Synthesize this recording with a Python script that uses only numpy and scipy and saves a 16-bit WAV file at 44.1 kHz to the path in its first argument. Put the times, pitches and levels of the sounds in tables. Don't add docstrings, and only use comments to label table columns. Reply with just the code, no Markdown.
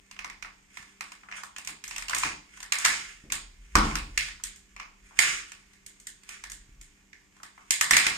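import sys
import numpy as np
from scipy import signal
from scipy.fft import rfft, irfft, next_fast_len
from scipy.io import wavfile
from scipy.ndimage import uniform_filter1d

SR = 44100
rng = np.random.default_rng(int(sys.argv[2]) if len(sys.argv) > 2 else 0)


def master_out(mix):
    frames = np.transpose(np.atleast_2d(mix))
    ceiling = np.clip(frames, -1, 1)
    pcm = np.round(ceiling * 32767).astype(np.int16)
    wavfile.write(sys.argv[1], SR, pcm)


N = 360297


def gain_of(db):
    return 10 ** (np.asarray(db) / 20)


def evened(x):
    return x / np.sqrt(np.mean(x ** 2) + 1e-20)


def read(points, hz):
    f, value = np.transpose(points)
    return np.interp(np.log(hz + 1), np.log(f + 1), value)


def curve(rows):
    return np.interp(np.arange(N) / SR, *np.transpose(rows))


def add(mix, start_s, sound):
    part = mix[..., round(start_s * SR):][..., :sound.shape[-1]]
    part += sound[..., :part.shape[-1]]


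def colour(x, points):
    size = next_fast_len(N + SR)
    gain = gain_of(read(points, np.fft.rfftfreq(size, 1 / SR)))
    return irfft(rfft(x, size) * gain, size)[..., :N]


def resonate(x, hz, width_hz):
    r = np.exp(-np.pi * width_hz / SR)
    pole = r * np.exp(2j * np.pi * hz / SR)
    return 2 * signal.lfilter([1 - r], [1, -pole], x).real


# (frequency [Hz], likeness [0-1])
LIKENESS = [(60, 1.), (130, 0.28), (290, .7), (600, 0.28), (15000, 0.26)]


def diffuse(shape_db, length):
    frames, hz = length // 128 + 6, np.fft.rfftfreq(512, 1 / SR)[:, None]
    a, b, c, d = rng.standard_normal((frames, 257, 4)).T
    left, other = a + 1j * b, c + 1j * d
    same = np.clip(read(LIKENESS, hz), 0, 1)
    right = same * left + np.sqrt(1 - same ** 2) * other
    spectra = np.array([left, right]) * gain_of(shape_db(hz, np.arange(frames) * 128 / SR))
    return signal.istft(spectra, nperseg=512, noverlap=384)[1][:, :length]


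# (frequency [Hz], density [dB per Hz])
TONE_SPECTRUM = [(15, -29), (25, -7.5), (45, -1.5), (96, -13), (200, -12), (244, -13), (404, -19),
                 (583, -26), (1140, -20.5), (1390, -30.5), (2240, -22), (4160, -29.5), (7300, -22),
                 (10200, -42.5), (13600, -33.5), (16500, -75.5)]
TONE_RMS_DB = -61.5
# (frequency [Hz], level before wavering [dB rms])
HUM_PARTIALS = [(196, -69), (297, -76.5), (398, -78)]
# (time [s], level [dB])
SHAKING = [(0, -71), (.4, -59), (1.5, -84), (2.05, -55.5), (2.4, -63), (2.75, -65), (3.25, -57),
           (3.7, -49.5), (3.8, -30), (4.05, -35), (4.3, -48.5), (4.65, -58.5), (5.2, -60.5), (6.1, -63.5),
           (6.66, -55), (6.72, -46.5), (7.0, -59), (7.35, -87), (7.85, -78), (8.17, -66)]


def background():
    tone = gain_of(TONE_RMS_DB) * evened(colour(diffuse(lambda hz, s: 0 * hz, N), TONE_SPECTRUM))
    t = np.arange(N) / SR
    waver = evened(uniform_filter1d(rng.standard_normal((len(HUM_PARTIALS), N)), 9000))
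    hum = np.zeros(N)
    for (hz, rms_db), w in zip(HUM_PARTIALS, waver):
        hum += np.sqrt(2) * gain_of(rms_db + 2.0 * w) * np.sin(2 * np.pi * hz * t)
    shake_spectrum = [(15, -30), (27, -9), (40, -0.5), (55, -9), (80, -25), (130, -24.5), (400, -68.0)]
    shake = evened(colour(rng.standard_normal(N), shake_spectrum))
    return tone + hum + gain_of(curve(SHAKING)) * shake


STROKE_RISE_SHARE, STROKE_ENDS_DB = 0.36, -24


def stroke(peak_s, peak_db, length_s):
    t = (np.arange(N) / SR - peak_s) / length_s
    distance = np.maximum(-t / STROKE_RISE_SHARE, t / (1 - STROKE_RISE_SHARE))
    return gain_of(peak_db + STROKE_ENDS_DB * distance)


# (time of peak [s], peak level [dB], length [s])
RUBS = [(0.757, -51, 0.26), (1.07, -59, 0.33), (1.365, -47, 0.11), (1.653, -56.5, 0.15),
        (1.919, -46.5, 0.099), (2.221, -36, 0.18), (2.55, -54.5, 0.2), (2.868, -33, 0.38),
        (3.83, -42, 0.39), (4.217, -41.5, 0.22), (4.495, -60, 0.13), (5.22, -28.5, 0.11),
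        (5.282, -36.5, 0.37), (5.526, -70, 0.19), (6.31, -41.5, 0.12), (7.436, -69, .1),
        (7.846, -76, 0.088), (7.99, -33.5, 0.56)]
# (frequency [Hz], density [dB per Hz])
CRACKLE_SPECTRUM = [(240, -29), (400, -6.5), (636, -29), (1010, -17), (1160, 4.5), (2290, 12), (4180, -4.5),
                    (7510, 5), (13900, -20), (16000, -50)]
HOLDING_DB, TICKS_PER_S = -67, 900


def crackle():
    clumps = gain_of(6.0 * evened(uniform_filter1d(rng.standard_normal(N), 500)))
    size = gain_of(2.6 * np.minimum(rng.exponential(1, N), 4))
    happens = rng.random(N) < TICKS_PER_S * clumps / SR
    ticks = size * happens * rng.choice([-1., 1.], N)
    level = gain_of(HOLDING_DB) + sum(stroke(*row) for row in RUBS)
    return level * evened(colour(ticks, CRACKLE_SPECTRUM))


# (time [s], strength [dB], hollowness [dB], sharpness [dB],
# body pitch [Hz], wall pitch [Hz])
SNAP_EVENTS = [(0.1116, -37.5, -13.5, -9.5, 1060, 2530), (0.1644, -41.5, -5.5, -22, 1060, 2520),
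               (0.19, -30, -12.5, -16.5, 1270, 2360), (0.2448, -32, -6, -11.5, 1040, 2030),
               (0.2987, -34, -25, -15.5, 1110, 2240), (0.4244, -31.5, -12, -13.5, 1470, 2420),
               (0.4464, -34.5, -4.5, -42, 1510, 1950), (0.7711, -36.5, -9.5, -9.5, 1040, 2210),
               (0.8265, -43, -10, -11, 1600, 2030), (1.0076, -29.5, -9, -9.5, 1260, 2480),
               (1.1189, -38, -7.5, -7, 1550, 2380), (1.2336, -47.5, 1.5, -34, 1350, 2160),
               (1.286, -40.5, -1, -43, 1540, 2370), (1.3134, -33.5, -9, -24, 1320, 2200),
               (1.3229, -29.5, -11, -38, 1550, 2360), (1.3818, -43.5, 2.5, -40, 1550, 1870),
               (1.4341, -39, -0.5, -0.5, 1180, 1880), (1.5628, -30, -18, -16.5, 1170, 2740),
               (1.5828, -37.5, -8.5, -1, 820, 2440), (1.6482, -40.5, -26, -1, 1580, 2410),
               (1.6731, -29.5, -13.5, -2, 850, 2480), (1.6894, -35.5, -7.5, -27, 1520, 2390),
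               (1.8392, -32, -16, -4, 1570, 2380), (1.8784, -52, 3, 16.5, 1470, 2220),
               (1.9096, -30, -13.5, -12, 930, 2620), (1.9619, -28, -13, -9, 990, 2650),
               (1.9809, -32, -10, -1.5, 1270, 2100), (2.0228, -32.5, -13, -6.5, 1070, 2270),
               (2.0827, -27, -18, -11, 1500, 2710), (2.0956, -26, -11, -5.5, 960, 3020),
               (2.1084, -33.5, -0.5, -24, 1220, 2340), (2.1321, -23, -5, -24, 1630, 1910),
               (2.1474, -27, -12, 1.5, 1600, 2340), (2.1644, -26, -10, -14, 1550, 2560),
               (2.1834, -41.5, -28, 15, 1420, 1950), (2.2338, -18, -10.5, -17, 1060, 2400),
               (2.2484, -29, -14, -10, 940, 2270), (2.5731, -49.5, 3, 1.5, 1570, 1620),
               (2.603, -37, -14.5, -4.5, 953, 2530), (2.6284, -33, -12.5, -5.5, 940, 1810),
               (2.7217, -16.5, -13.5, -7, 1330, 2320), (2.7854, -35.5, -4.5, 7, 1270, 1664),
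               (2.8464, -19, -17.5, -13, 1600, 1970), (2.8499, -12.5, -13.5, -7, 1660, 1990),
               (2.8584, -16, -9, -7.5, 1260, 1620), (3.3004, -31, -17.5, -19, 1303, 2270),
               (3.3209, -22.5, -11.5, -1, 1310, 2580), (3.7534, -9, -2, -13, 1360, 1600),
               (3.91, -33.5, 0.5, -28, 1036, 2230), (3.9539, -21.5, -10, -8.5, 1440, 2560),
               (4.1754, -14.5, -21, -10.5, 1517, 2600), (4.2854, -33.5, -12, -15, 1520, 2040),
               (4.3979, -51, 1, -17, 1260, 2090), (4.4368, -31, -25, 2.5, 1145, 2550),
               (4.5595, -51.5, -20, 7, 1480, 2330), (4.7631, -35.5, -9.5, -20.5, 1290, 2420),
               (4.798, -30, -8, -21.5, 1270, 2410), (5.1078, -56, 10, -25.5, 735, 1730),
               (5.1896, -11, -12, -5, 1530, 2100), (5.5184, -36.5, -10, -8, 1470, 2610),
               (5.7334, -47.5, -14, -7, 1510, 2030), (5.8631, -43.5, -21, 4.5, 1480, 2400),
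               (5.9994, -58.5, -9.5, 13, 1580, 1690), (6.0691, -38.5, -18, 4, 1460, 1910),
               (6.2337, -46.5, -12.5, -3.5, 1490, 2260), (6.2901, -39, -9.5, 0, 1240, 2430),
               (6.4378, -31.5, -14, -9, 1170, 1780), (6.4984, -41.5, -18, 2.5, 1170, 1870),
               (6.5176, -42, -14, 6, 1340, 1770), (6.8124, -48.5, -24, 6, 1520, 2270),
               (7.1302, -39, -19, -22, 1580, 1820), (7.3662, -52, -2.5, -6.5, 1110, 1720),
               (7.4006, -57.5, 9, -11, 970, 1800), (7.4315, -36, -10, -5.5, 1230, 1850),
               (7.5777, -46, 1, -40, 1190, 2050), (7.7069, -17, -15, 0.5, 1600, 2500),
               (7.8106, -16, -11, -2, 1190, 1930), (7.9089, -10.5, -12.5, -5, 1310, 1870),
               (7.9339, -11, -17, -16, 1280, 2080), (7.9668, -8, -13.5, -6.5, 1600, 2430),
               (8.0661, -14.5, -10, -10, 1570, 2350)]
PART_DRIVE_DB = [36.32, 32.05, 34.6, 40.23]
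PART_LIMITS_HZ = [500, 1600, 3200, 6500, 17000]
# (frequency [Hz], gain [dB])
TUB_RADIATION = [(240, -53.5), (400, -11.5), (572, -17.5), (1020, -1.5), (1500, -3), (1930, -1), (3170, -8),
                 (3650, -11), (4130, -11.5), (7010, -7), (8850, -12), (9870, -21.5), (13300, -24.5),
                 (15300, -33.5), (16500, -72)]
RIM_SHARE = 0.36
SNAP_RISE_S, SNAP_T60_S, DIRECT_DB = 0.00041, 0.011, -0.27


def snaps():
    t, drive = np.arange(500) / SR, np.zeros((4, 3, N))
    envelope = (1 - np.exp(-t / SNAP_RISE_S)) * gain_of(-60 * t / SNAP_T60_S)
    noise = rng.standard_normal((len(SNAP_EVENTS), 4, 3, 500))
    for (s, db, hollow_db, sharp_db, body_hz, wall_hz), crack in zip(SNAP_EVENTS, noise):
        crack = (crack + 0.25 * crack[:, 2:]) * envelope
        crack[:, 2] = t == t[20]
        crack /= np.linalg.norm(crack, axis=2, keepdims=True)
        crack[0] = 0.75 * crack[0] + 1.116 * resonate(crack[0], body_hz, 500)
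        crack[1] = 0.37 * crack[1] + 1.267 * resonate(crack[1], wall_hz, 490)
        crack[:, :2] *= gain_of(DIRECT_DB)
        parts_db = db + np.add(PART_DRIVE_DB, [hollow_db, 0, RIM_SHARE * sharp_db, sharp_db])
        add(drive, s, gain_of(parts_db)[:, None, None] * crack)
    radiated = np.zeros((3, N))
    for low_hz, high_hz, part in zip(PART_LIMITS_HZ, PART_LIMITS_HZ[1:], drive):
        band = signal.butter(2, (low_hz, high_hz), "band", fs=SR, output="sos")
        radiated += signal.sosfilt(band, part)
    return colour(radiated, TUB_RADIATION)


# (frequency [Hz], t60 [s])
ROOM_T60 = [(100, 0.44), (260, 0.81), (700, 0.57), (1840, 0.35), (4850, 0.53), (12800, 0.18)]
# (delay [s], level [dB])
EARLY_ECHOES = [(.003, -4), (.007, -14), (.011, -13), (.014, -12), (.021, -16), (.032, -12)]
LEFT_LAG_SAMPLES = 26
BUILD_UP_S, TURNS_PER_S = 0.008, 1.7


def room(left, right, whole, wet_db):
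    early = np.zeros((2, SR // 20))
    early[:, 0] = 1
    for s, db in EARLY_ECHOES:
        at = (s * SR * rng.uniform(.97, 1.03, 2)).astype(int)
        early[[0, 1], at] = gain_of(db) * rng.choice([-1, 1], 2)
    out = signal.oaconvolve(np.array([left, right]), early, axes=1)[:, :N]
    turn = np.arange(N) / SR * 2 * np.pi * TURNS_PER_S
    build_up = 1 - np.exp(-np.arange(SR) / SR / BUILD_UP_S)
    for k in range(3):
        tail = diffuse(lambda hz, s: -60 * s / read(ROOM_T60, hz), SR) * build_up
        tail *= gain_of(wet_db) / np.linalg.norm(tail[0])
        share = np.sqrt(2 / 3) * abs(np.cos(turn / 2 + k * np.pi / 3))
        out += signal.fftconvolve((whole * share)[None], tail, axes=1)[:, :N]
    return np.array([np.roll(out[0], LEFT_LAG_SAMPLES), out[1]])


# (time [s], rattle drive [dB], boom drive [dB], puff level [dB])
TABLE_JOLTS = [(0.238, -37, -35, -67), (0.799, -42, -22, -46.5), (1.699, -35.5, -26, -50),
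               (2.13, -29, -4, -48), (2.243, -21, -9, -42), (2.851, -27, -21, -45),
               (3.239, -25, -14, -37.5), (3.321, -38, -16, -53), (3.754, -1, 22, -15),
               (4.048, -30, -8, -56), (5.189, -30.5, -12, -30.5), (5.256, -32.5, -22.5, -52),
               (6.512, -40, -16, -74), (6.692, -58, -0.5, -44), (7.707, -49, -15, -38),
               (7.809, -32, -23, -39.5), (7.908, -18.5, -35, -33), (7.968, -31, -24, -41),
               (8.066, -23, -28, -34)]
# (frequency [Hz], width [Hz], gain [dB])
TABLE_MODES = [(41.2, 6, -24), (68.3, 47, -3.5), (133, 39, -9.5), (153, 44, 1), (211.3, 32, 2.5),
               (283, 49.5, 1), (367.4, 61, -15.5)]
RATTLE_RISE_S, RATTLE_T60_S = 0.0046, 0.58


def table():
    t = np.arange(SR // 2) / SR
    puff, push, rattle = np.zeros((3, N))
    noise = rng.standard_normal((len(TABLE_JOLTS), SR // 2))
    for (s, rattle_db, push_db, puff_db), shudder in zip(TABLE_JOLTS, noise):
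        add(puff, s, gain_of(puff_db) * np.hanning(160))
        add(push, s, gain_of(push_db) * np.hanning(200))
        decay = gain_of(rattle_db - 60 * t / RATTLE_T60_S)
        add(rattle, s, decay * (1 - np.exp(-t / RATTLE_RISE_S)) * shudder)
    (boom_hz, boom_width_hz, boom_db), *modes = TABLE_MODES
    boom = gain_of(boom_db) * resonate(push, boom_hz, boom_width_hz)
    top = np.zeros(N)
    for hz, width_hz, db in modes:
        top += gain_of(db) * resonate(resonate(rattle, hz, width_hz), hz, 3 * width_hz)
    return puff + boom + np.array([np.roll(top, 8), top])


def scene():
    return room(*(snaps() + crackle()), wet_db=0.98) + table() + background()


GATE_HALF_DB, GATE_SOFT_DB, GATE_FLOOR_DB = -44.376692, 4.5, -4.6
GATE_SMOOTH_S, GATE_HIGHPASS_HZ = 0.005, 590.4


def gate(x):
    r = np.exp(-1 / (GATE_SMOOTH_S * SR))
    highpass = signal.butter(2, GATE_HIGHPASS_HZ, "high", fs=SR, output="sos")
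    power = (signal.sosfilt(highpass, x) ** 2).mean(0)
    power_db = 10 * np.log10(signal.lfilter([1 - r], [1, -r], power) + 1e-12)
    return x * gain_of(GATE_FLOOR_DB / (1 + np.exp((power_db - GATE_HALF_DB) / GATE_SOFT_DB)))


# (frequency [Hz], left minus right [dB])
PORT_DIFFERENCE = [(60, 0.0), (110, 0.0), (200, 0.0), (380, 0.0), (700, 4), (1290, 0.5), (2380, -4),
                   (4400, -1.5), (8120, -2), (15000, -1.5)]
BAND_LIMIT_HZ = 16600


def record(dry):
    ports = []
    for x, side in zip(dry, (1, -1)):
        ports.append(colour(x, [(hz, side * db / 2) for hz, db in PORT_DIFFERENCE]))
    heard = np.tanh(gate(np.array(ports)))
    lowpass = signal.firwin(511, BAND_LIMIT_HZ, window=("kaiser", 9), fs=SR)
    return signal.oaconvolve(heard, lowpass[None], "same")


dry = scene()
out = record(dry)
master_out(out)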